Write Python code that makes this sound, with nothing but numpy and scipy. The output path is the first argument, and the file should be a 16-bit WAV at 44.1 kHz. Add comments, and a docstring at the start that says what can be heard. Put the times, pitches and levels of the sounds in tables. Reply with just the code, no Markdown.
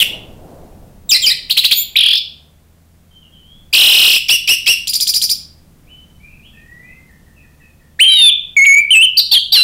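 """A thrush sings close to a small microphone in a hard-walled room while street rumble and engine hum go on.
A passing vehicle, filtered noise, fades first; then the bird, gliding oscillators with harmonics, slurs, swells,
chirps and trills brightly. Far birds, mostly reverberation, join before a long trill, rough tews and double whips;
swells, sagging whistles and two-voiced hooks end the song. The loudest notes overload the input."""
import sys
import numpy as np
from scipy import signal
from scipy.fft import rfft, irfft, next_fast_len
from scipy.io import wavfile
from scipy.ndimage import map_coordinates

SR = 44100
rng = np.random.default_rng(int(sys.argv[2]) if len(sys.argv) > 2 else 0)


def unload_audio(sound):
    """Save the sound as a 16-bit wav file, at the path given as the first command line argument."""
    columns = np.transpose(np.atleast_2d(sound))
    # keep every value between -1 and 1, then stretch to whole-number steps
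    steps = np.round(np.clip(columns, -1, 1) * 32767)
    wavfile.write(sys.argv[1], SR, steps.astype(np.int16))


def boost(x):
    """Linear amplitude factor 10**(x/20) for a level x in decibels (scalar or array-like)."""
    u = np.asarray(x, float) / 20
    return 10 ** u


N = 424683
TOP_HZ = 15750  # band limit of harmonics and input


def unit(x):
    """Normalization: scales a signal to a root-mean-square of one."""
    return x / np.sqrt(np.mean(x ** 2) + 1e-20)


def along(points, hz):
    """Logarithmic frequency scale: interpolates (frequency [Hz], value) points along it."""
    f, v = np.transpose(points)
    return np.interp(np.log(hz + 1), np.log(f + 1), v)


def curve(rows):
    """Linear envelope: one value per sample from (time [s], value) rows."""
    return np.interp(np.arange(N) / SR, *np.transpose(rows))


def wobble(rate, size):
    """Band-limited random modulation: a smooth curve through random knots, rate of them a second."""
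    knots = rng.standard_normal(int(size * rate / SR) + 4)
    return map_coordinates(knots, [np.arange(size) * rate / SR])


def filtered(x, response):
    """Linear filtering: multiplies the spectrum by a response of frequency."""
    m = next_fast_len(N + SR // 2)
    return irfft(rfft(x, m) * response(np.fft.rfftfreq(m, 1 / SR)), m)[:N]


def coloured_noise(spectrum):
    """Spectral shaping: white noise weighted by (frequency [Hz], density [dB per Hz]) points."""
    return filtered(rng.standard_normal(N), lambda hz: boost(along(spectrum, hz)))


# swell of the traffic's bass: (time [s], level [dB])
TRAFFIC_LEVEL = [(.3, -26), (2.8, -41), (3.8, -36), (7, -32.5), (8.3, -37.5)]
# relative spectrum of street rumble and microphone hiss: (frequency [Hz], density [dB per Hz])
RUMBLE_SPECTRUM = [(20, 0.5), (85, -18), (200, -21.5), (420, -34.5), (5000, -46), (15600, -46.5)]


def rumble_and_hiss():
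    """Broadband noise: the bass follows the traffic fully, the rest only in part."""
    floor = coloured_noise(RUMBLE_SPECTRUM)
    low = filtered(floor, lambda hz: 1 / (1 + (hz / 300) ** 4))
    traffic = curve(TRAFFIC_LEVEL)
    bass = low * boost(traffic + wobble(1.2, N))
    rest = (floor - low) * boost(-30 + 0.3 * traffic)
    return (bass + rest) / np.std(low)


# a vehicle drawing away: (time [s], level [dB])
PASSING_LEVEL = [(0, -43), (.5, -39), (1.05, -53), (2.6, -64)]
# relative spectrum of its tyres: (frequency [Hz], density [dB per Hz])
TYRE_SPECTRUM = [(100, -27.5), (200, -6), (650, -5), (2300, -40)]


def passing_vehicle():
    """Tyre noise: a broad band of friction noise decays with distance and flutters slightly."""
    return boost(curve(PASSING_LEVEL) + 1.4 * wobble(7.9, N)) * unit(coloured_noise(TYRE_SPECTRUM))


def engine_hum():
    """Periodic firing: a fundamental near 78 Hz and its octave waver in pitch and level."""
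    phase = 2 * np.pi * np.cumsum(78 + 5 * wobble(1.0, N)) / SR
    tone = np.sin(phase) + boost(-8.5) * np.sin(2 * phase)
    return boost(-44 + 1.0 * wobble(3.4, N)) * tone


# reverberation time against frequency: (frequency [Hz], time to fall 60 dB [s])
ROOM_DECAY = [(3000, 0.47), (12000, 0.27)]


def room(x, delay):
    """Diffuse reverberation: a noise tail builds up over delay [s] and each frequency decays at its own rate."""
    hz, t, z = signal.stft(rng.standard_normal(SR), SR, nperseg=256)
    decay = boost(-60 * t / along(ROOM_DECAY, hz)[:, None])
    tail = signal.istft(z * decay, SR, nperseg=256)[1]
    tail *= 1 - np.exp(-np.arange(len(tail)) / (delay * SR))
    return signal.fftconvolve(x, tail / np.linalg.norm(tail))[:N]


def throat(hz):
    """Radiation and resonance: the windpipe radiates little below 2 kHz, softens the top and dips at 6450 Hz."""
    low, high = 1j * hz / 1750, 1j * hz / 5800
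    highpass = (low ** 2 / (1 + 1.581 * low + low ** 2)) ** 2
    softening = 0.34 + 0.26 / (1 + 0.96 * high + high ** 2)
    dip = 1 - 0.7 * np.exp(-((hz - 6450) / 600) ** 2)
    return highpass * softening * dip


def beak(hz):
    """Turbulence at a narrow opening: the hiss of leaking air lies mainly above 6550 Hz."""
    return 1 / (1 + (6550 / (hz + 1)) ** 4)


def glide(t, s, v):
    """Cubic Hermite interpolation: a smooth curve through the points, flat at its turns."""
    step = np.diff(v) / np.maximum(np.diff(s), 1e-4)
    both = step[:-1] * step[1:]
    harmonic_mean = 2 * both / (step[:-1] + step[1:] + 1e-9)
    slope = np.r_[step[0], np.where(both > 0, harmonic_mean, 0), step[-1]]
    k = np.clip(np.searchsorted(s, t) - 1, 0, len(s) - 2)
    h = s[k + 1] - s[k]
    u = np.clip((t - s[k]) / h, 0, 1)
    ramp = v[k] + (v[k + 1] - v[k]) * u * u * (3 - 2 * u)
    bend = h * u * (1 - u) * (slope[k] * (1 - u) - slope[k + 1] * u)
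    return ramp + bend


# ways of voicing, ahead of the throat: (harmonic 1 [dB], harmonic 2 [dB], harmonic 3 [dB], harmonic 4 [dB])
PURE = (5.5, -30.5, -30.5, -27)
OCTAVE = (-4, 3.5, -17, -7)
REEDY = (-25, 0, -17, -2.5)
BUZZY = (1.5, -2, -6, -5.5)
THIN = (-9.5, 3, -9, 9)
TRILLED = (-0.5, -16, -13.5, -10)
RATTLY = (-1, -4, -9, -14.5)
RINGING = (4, -14, -14, -26)


def sing_note(track, rows, voicing, rough, edge=0.003):
    """Harmonic oscillation of the syrinx: rows are (time [s], pitch [Hz], level [dB]); roughness leaks air."""
    s, hz, db = np.array(sorted(map(tuple, rows)), float).T
    i = np.arange(max(round(s[0] * SR), 0), min(round(s[-1] * SR), N))
    t = i / SR
    shake = 0.2 * wobble(500, len(t)) + 0.5 * wobble(3000, len(t))
    pitch = glide(t, s, hz) * (1 + rough * shake)
    phase = 2 * np.pi * (np.cumsum(pitch) / SR + rng.random())
    # the fifth and sixth harmonics trail the fourth
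    series = voicing + (voicing[-1] - 4, voicing[-1] - 7)
    tone = sum(boost(g) * np.sin(k * phase) * (k * pitch < TOP_HZ) for k, g in enumerate(series, 1))
    fade = np.clip(np.minimum(t - s[0], s[-1] - t) / edge, 0, 1)
    unsteady = 1 + 2.5 * rough * wobble(400, len(t))
    effort = np.sqrt(2) * boost(np.interp(t, s, db)) * fade * unsteady
    track[0, i] += effort * tone
    track[1, i] += effort * min(rough, 0.1) * rng.standard_normal(len(t))  # leaking air


# one-off whistles: (voicing, roughness [ratio], rows of (time [s], pitch [Hz], level [dB]))
SINGLE_NOTES = [ (TRILLED, 0.2, [(0, 3350, 4), (.016, 2950, -1.5), (.032, 2700, 7.5)]),
                (PURE, .01, [(7.99, 1568, -14), (8.015, 2964, 4.5), (8.045, 3161, -5.5), (8.09, 3146, -4.5),
                (8.17, 2953, -11), (8.295, 2367, -16.5)]), (PURE, .01, [(8.08, 3953, -21.5),
                (8.12, 3910, -11.5), (8.22, 3627, -3.5), (8.293, 3448, 0.5), (8.302, 2787, -8)]),
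                (PURE, 0.2, [(8.645, 2500, -17), (8.662, 2710, -13.5)]), (PURE, .01, [(8.905, 2890, 2),
                (8.92, 3130, -3.5), (8.955, 2606, -0.9), (9.005, 2657, -3), (9.036, 3114, -2),
                (9.061, 2891, -3.5)]), ]


def single_notes(track):
    """Frequency modulation: each whistle follows its own pitch contour."""
    for voicing, rough, rows in SINGLE_NOTES:
        sing_note(track, rows, voicing, rough)


# double-stepped slur: (time from first drop [s], pitch [Hz], level [dB])
SLUR_SHAPE = [(0, 3540, -1), (.015, 2406, 1.5), (.031, 2747, -6), (.044, 1944, -7), (.057, 2150, -5),
              (.072, 1678, -24)]
# its entries: (time of first drop [s], lead-in [s], lead-in level [dB], stretch [ratio], level [dB])
SLUR_ENTRIES = [(1.108, .017, -5.5, 1.0, 0.5), (1.256, .038, -12, 1.14, -2.5)]


def slurs(track):
    """Stepwise frequency modulation: a high lead-in drops in steps, and a stretched slur sits lower."""
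    lead_hz, slow_is_low = 3754, 0.37  # the second is the power of the stretch that lowers the pitch
    for s, lead, lead_db, stretch, db in SLUR_ENTRIES:
        steps = np.multiply(SLUR_SHAPE, [stretch, stretch ** -slow_is_low, 1]) + [s, 0, db]
        steps[0, 2] += lead_db
        lead_in = [(s - lead, lead_hz, lead_db - 5.0), (s - lead + 0.008, lead_hz, lead_db)]
        sing_note(track, [*lead_in, *steps], OCTAVE, rough=0.05)


# swelling glides: (time [s], length [s], start pitch [Hz], end pitch [Hz], peak level [dB], voicing)
SWELL_GLIDES = [(1.222, 0.05, 3400, 2834, -9, PURE), (7.992, .018, 1600, 2600, -16, OCTAVE),
                (1.738, 0.097, 3300, 3680, -11, THIN), (8.75, .063, 2240, 2370, 0.5, PURE)]


def swells(track):
    """Amplitude modulation: a steady glide in pitch swells to a peak near its middle and fades."""
    peak = 0.48  # share of the length before the peak
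    for s, length, hz0, hz1, db, voicing in SWELL_GLIDES:
        start = (s, hz0, db - 17)
        crest = (s + peak * length, hz0 + peak * (hz1 - hz0), db)
        end = (s + length, hz1, db - 9.5)
        sing_note(track, [start, crest, end], voicing, rough=0.015)


# one chirp: (time from its peak [s], pitch [Hz], level [dB])
CHIRP_SHAPE = [(-.015, 1651, -31), (-.007, 2658, -1.5), (0, 4444, 6.5), (.005, 3168, -1.5), (.01, 4002, 1),
               (.02, 3590, -6.5)]
# its entries: (time [s], level [dB])
CHIRP_ENTRIES = [(1.511, -5.5), (1.583, -2.5), (1.653, -2), (1.723, -1.5)]


def chirps(track):
    """Two-source phonation: a rapid sweep up and down, with a lower, quieter voice running ahead."""
    for at, db in CHIRP_ENTRIES:
        sing_note(track, np.add(CHIRP_SHAPE, [at, 0, db]), TRILLED, rough=0.15)
        ahead = np.add(CHIRP_SHAPE[:3], [at - 0.005, 0, db]) - [0, 100, 5]
        sing_note(track, ahead, TRILLED, rough=0.14)


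def trill(marks, number, low_hz, low_db, waist, sink):
    """Periodic frequency modulation: even crests between the marks, joined by troughs, scooped into from below."""
    # waist: share of the pitch swing left halfway down; sink: how far high crests push the troughs down
    every = np.arange(number[-1] + 1)
    times, tops, levels = [np.interp(every, number, column) for column in np.transpose(marks)]
    rows = [(times[0] - 0.015, 2050, levels[0] - 11.5), (times[0] - 0.008, 2600, levels[0] - 7.5)]
    for s, hz, db, half in zip(times, tops, levels, np.gradient(times) / 2):
        low = low_hz - sink * (hz - tops.mean())
        mid = low + waist * (hz - low)
        mid_db = db + low_db / 2
        rows += [(s - half / 2, mid, mid_db), (s, hz, db), (s + half / 2, mid, mid_db), (s + half, low, db + low_db)]
    return np.array(rows)


# marked crests of the bright trill: (time [s], top pitch [Hz], level [dB])
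BRIGHT_MARKS = [(1.97, 4025, 2.5), (2.011, 3438, -1), (2.065, 3377, -1), (2.136, 3525, -4),
                (2.179, 3640, -10)]
# which crest each mark is: (index [count])
BRIGHT_INDEX = (0, 2, 4, 7, 9)


def bright_trill(track):
    """Two-source phonation: the other half of the syrinx shadows the trill 1.45 times higher, growing louder."""
    rows = trill(BRIGHT_MARKS, BRIGHT_INDEX, low_hz=2336, low_db=-21.5, waist=0.53, sink=-0.25)
    sing_note(track, rows, PURE, rough=0.026)
    growth = np.outer(rows[:, 0] - rows[0, 0], [0, 0, 40])  # 40 dB a second
    sing_note(track, rows * [1, 1.45, 0] + growth + [0, 0, -24], PURE, rough=0.093)


# far whistles: (time [s], length [s], start pitch [Hz], end pitch [Hz], relative level [dB])
FAR_WHISTLES = [(3.107, 0.054, 3150, 3104, -49), (3.2, 0.066, 3240, 2750, -51.5),
                (3.317, 0.06, 3330, 2974, -49.5), (3.387, 0.22, 2932, 3480, -52.5),
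                (5.866, 0.203, 2215, 3015, -51), (6.199, .09, 2250, 2500, -47),
                (6.293, 0.087, 2727, 2367, -50), (6.42, 0.063, 2400, 3557, -48),
                (6.53, 0.049, 2757, 2403, -48.5), (6.533, .5, 1795, 2099, -48),
                (6.821, .11, 2276, 2660, -50.5), (7.36, .05, 2755, 2410, -50.5),
                (7.607, 0.055, 2700, 2458, -52)]
# a repeated short falling whistle: (time [s], relative level [dB])
FAR_FALLS = [(7.085, -50), (7.259, -56), (7.428, -55), (7.594, -54), (7.8, -57)]


def far_birds():
    """Reverberant field: beyond the critical distance, whistles arrive mostly as reflections."""
    song = np.zeros((2, N))
    falls = [(s, 0.03, 2020, 1720, db) for s, db in FAR_FALLS]
    leap_s = 0.045  # a whistle crossing a wide interval gets there this quickly, then holds
    for s, length, hz0, hz1, db in FAR_WHISTLES + falls:
        leap = max(hz0, hz1) > 1.27 * min(hz0, hz1) and length > 1.5 * leap_s
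        turn = leap_s if leap else 0.6 * length
        turn_hz = hz1 if leap else hz0 + 0.65 * (hz1 - hz0)
        rows = [(s, hz0, db - 6.0), (s + turn, turn_hz, db + 0.5), (s + length, hz1, db - 6.5)]
        sing_note(song, rows, PURE, rough=0.035, edge=0.0062)
    return boost(-6.0) * song[0] + boost(-3.5) * room(song[0], delay=0.0074)


# marked crests of the long trill: (time [s], top pitch [Hz], level [dB])
LONG_MARKS = [(3.742, 5112, -3), (3.763, 4669, -7), (3.811, 4054, -4.5), (3.965, 4247, -7),
              (4.094, 4440, -5.5), (4.151, 4949, -11), (4.175, 3600, -12)]
# which crest each mark is: (index [count])
LONG_INDEX = (0, 1, 3, 9, 14, 16, 17)


def long_trill(track):
    """Two-source phonation: a rattling second voice follows the trill with a much narrower swing."""
    rows = trill(LONG_MARKS, LONG_INDEX, low_hz=2803, low_db=8.5, waist=0.23, sink=0.26)
    sing_note(track, rows, TRILLED, rough=0.085)
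    sing_note(track, rows * [1, 0.22, 0] + [0, 1900, -8], RATTLY, rough=0.08)


# the flick that opens a tew: (time from its peak [s], pitch [Hz], level [dB])
TEW_FLICK = [(-.011, 2103, -22.5), (-.004, 2406, -8), (0, 3443, -7), (.005, 2500, -3)]
# the harsh upper voice over that flick: (time from its peak [s], pitch [Hz], level [dB])
TEW_RASP = [(-.012, 5300, -14), (0, 5600, -5.5), (.008, 4200, -9.5), (.022, 4900, -10)]
# the body of a tew: (time from the flick's peak [s], pitch [Hz], level [dB])
TEW_BODY = [(.004, 2523, -3), (.022, 2752, -0.5), (.042, 2900, -4), (.072, 2643, -12)]
# tew entries: (time [s], level [dB])
TEW_ENTRIES = [(4.295, -0.5), (4.484, -1), (4.671, -0.5)]


def tews(track):
    """Transient and sustained phonation: a flick with a harsh upper voice opens a buzzing arch."""
    for at, db in TEW_ENTRIES:
        sing_note(track, np.add(TEW_FLICK, [at, 0, db]), RINGING, rough=0.14)
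        sing_note(track, np.add(TEW_RASP, [at, 0, db]), TRILLED, rough=0.2)
        sing_note(track, np.add(TEW_BODY, [at, 0, db]), BUZZY, rough=0.085)


# double whips: (time [s], dip pitch between the arches [Hz], time to second arch [s], level [dB])
WHIP_ENTRIES = [(4.882, 1126, 0.015, -10), (4.943, 1152, .016, -6.5), (5.012, 2044, 0.014, -6),
                (5.081, 1841, 0.015, -5.5), (5.148, 1860, .016, -6), (5.226, 2100, 0.014, -5.5),
                (5.304, 2144, 0.012, -6.5)]


def whips(track):
    """Two-source phonation: double arches under an upper voice whose swing settles as a damped oscillation."""
    top, rise = 2500, 0.012  # arch pitch (Hz), rise time (s)
    rest_hz, swing_hz = 4900, 2320  # upper voice
    quicken, settle = 0.62, 0.62  # spacing of the later half swings, decay per beat
    for turn, (s, dip, gap, db) in enumerate(WHIP_ENTRIES):
        arches = [
            (s - rise, 1150 + 35 * turn, db - 2), (s - rise / 2, 0.85 * top, db - 5), (s, top, db),
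            (s + gap * 0.45, dip, db - 0.018 * (top - dip)),  # deeper dips are quieter
            (s + gap * 0.59, (dip + top) / 2, db - 6.0), (s + gap, top, db + 0.5),
        ]
        tail = [(s + gap * 1.4, 0.93 * top, db - 2), (s + gap * 2.3, 1.04 * top, db - 8)]
        sing_note(track, arches + tail, REEDY, rough=0.07)
        half = np.arange(5 + turn)  # half swings: later whips flutter longer
        beat = np.minimum(half, 3 + quicken * (half - 3)) - 1  # quicker after the second crest
        swing = np.minimum(1, settle ** (beat - 2)) * (half % 2)
        flutter = np.transpose([s + gap / 2 * beat, rest_hz + swing_hz * swing, db - 4 + 6 * swing])
        sing_note(track, flutter, TRILLED, rough=0.04)


# sagging whistles: (time [s], length [s], rim pitch [Hz], sag [Hz], level [dB])
BOWL_ENTRIES = [(8.565, .081, 2307, 149.5, 2), (8.659, .093, 2296, 95, 3)]


def bowls(track):
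    """Frequency modulation: a whistle sags from its rim and regains part of the fall."""
    for s, length, rim, sag, db in BOWL_ENTRIES:
        start = (s, rim, db - 2.5)
        bottom = (s + 0.45 * length, rim - sag, db)
        end = (s + length, rim - (1 - 0.6) * sag, db - 2.5)  # 0.6 of the sag regained
        sing_note(track, [start, bottom, end], PURE, rough=0.007)


# hooks, mostly in pairs: (time [s], length [s], crest pitch [Hz], pitch it falls towards [Hz], level [dB])
HOOK_ENTRIES = [(9.169, .035, 4767, 2399, 1), (9.172, .039, 5710, 3978, -13.5),
                (9.312, .072, 4610, 3127, -2), (9.313, .044, 3704, 2504, -5),
                (9.519, .12, 4718, 4036, -2.5), (9.52, 0.1, 3960, 2755, -4.5)]


def hooks(track):
    """Two-source phonation: both halves of the syrinx scoop up, then fall along Gaussian curves."""
    scoop, fall_s = 0.011, 0.028  # rise time, time constant of the fall (s)
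    for s, length, crest, floor, db in HOOK_ENTRIES:
        t = np.linspace(0, length - scoop, 16)
        pitch = floor + (crest - floor) * np.exp(-(t / fall_s) ** 2)
        fall = np.transpose([s + scoop + t, pitch, db - 66.5 * t])  # fades 66.5 dB a second
        sing_note(track, [(s, crest - 688, db - 9.5), *fall], RINGING, rough=0.02)


def thrush():
    """Source and filter: the syrinx sounds through the throat, and leaking air through the beak."""
    track = np.zeros((2, N))  # tone, air
    for figure in (single_notes, slurs, swells, chirps, bright_trill, long_trill, tews, whips, bowls, hooks):
        figure(track)
    return filtered(track[0], throat) + filtered(track[1], beak)


def scene():
    """Superposition: street, thrush, its reverberation and the far birds add linearly."""
    street = rumble_and_hiss() + passing_vehicle() + engine_hum()
    song = thrush()
    near = song + boost(-8.5) * room(song, delay=0.001)
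    return (near + far_birds() + street)[None]


def roll_off(x):
    """The treble ends steeply here."""
    return signal.sosfilt(signal.butter(12, 15750, fs=SR, output="sos"), x)


def record(dry):
    """Nonlinear distortion: the input saturates a little lopsidedly, cuts the bass and is band-limited."""
    even = filtered(dry[0] ** 2, lambda hz: hz / (hz + 250))  # even overtones and difference tones
    lopsided = dry[0] + 0.014 * even
    clipped = lopsided / (1 + np.abs(lopsided / 0.65) ** 6) ** (1 / 6)
    band = filtered(clipped, lambda hz: (hz < TOP_HZ) * 1j * hz / (140 + 1j * hz))
    return roll_off(band[None])


dry = scene()
out = record(dry)
unload_audio(out)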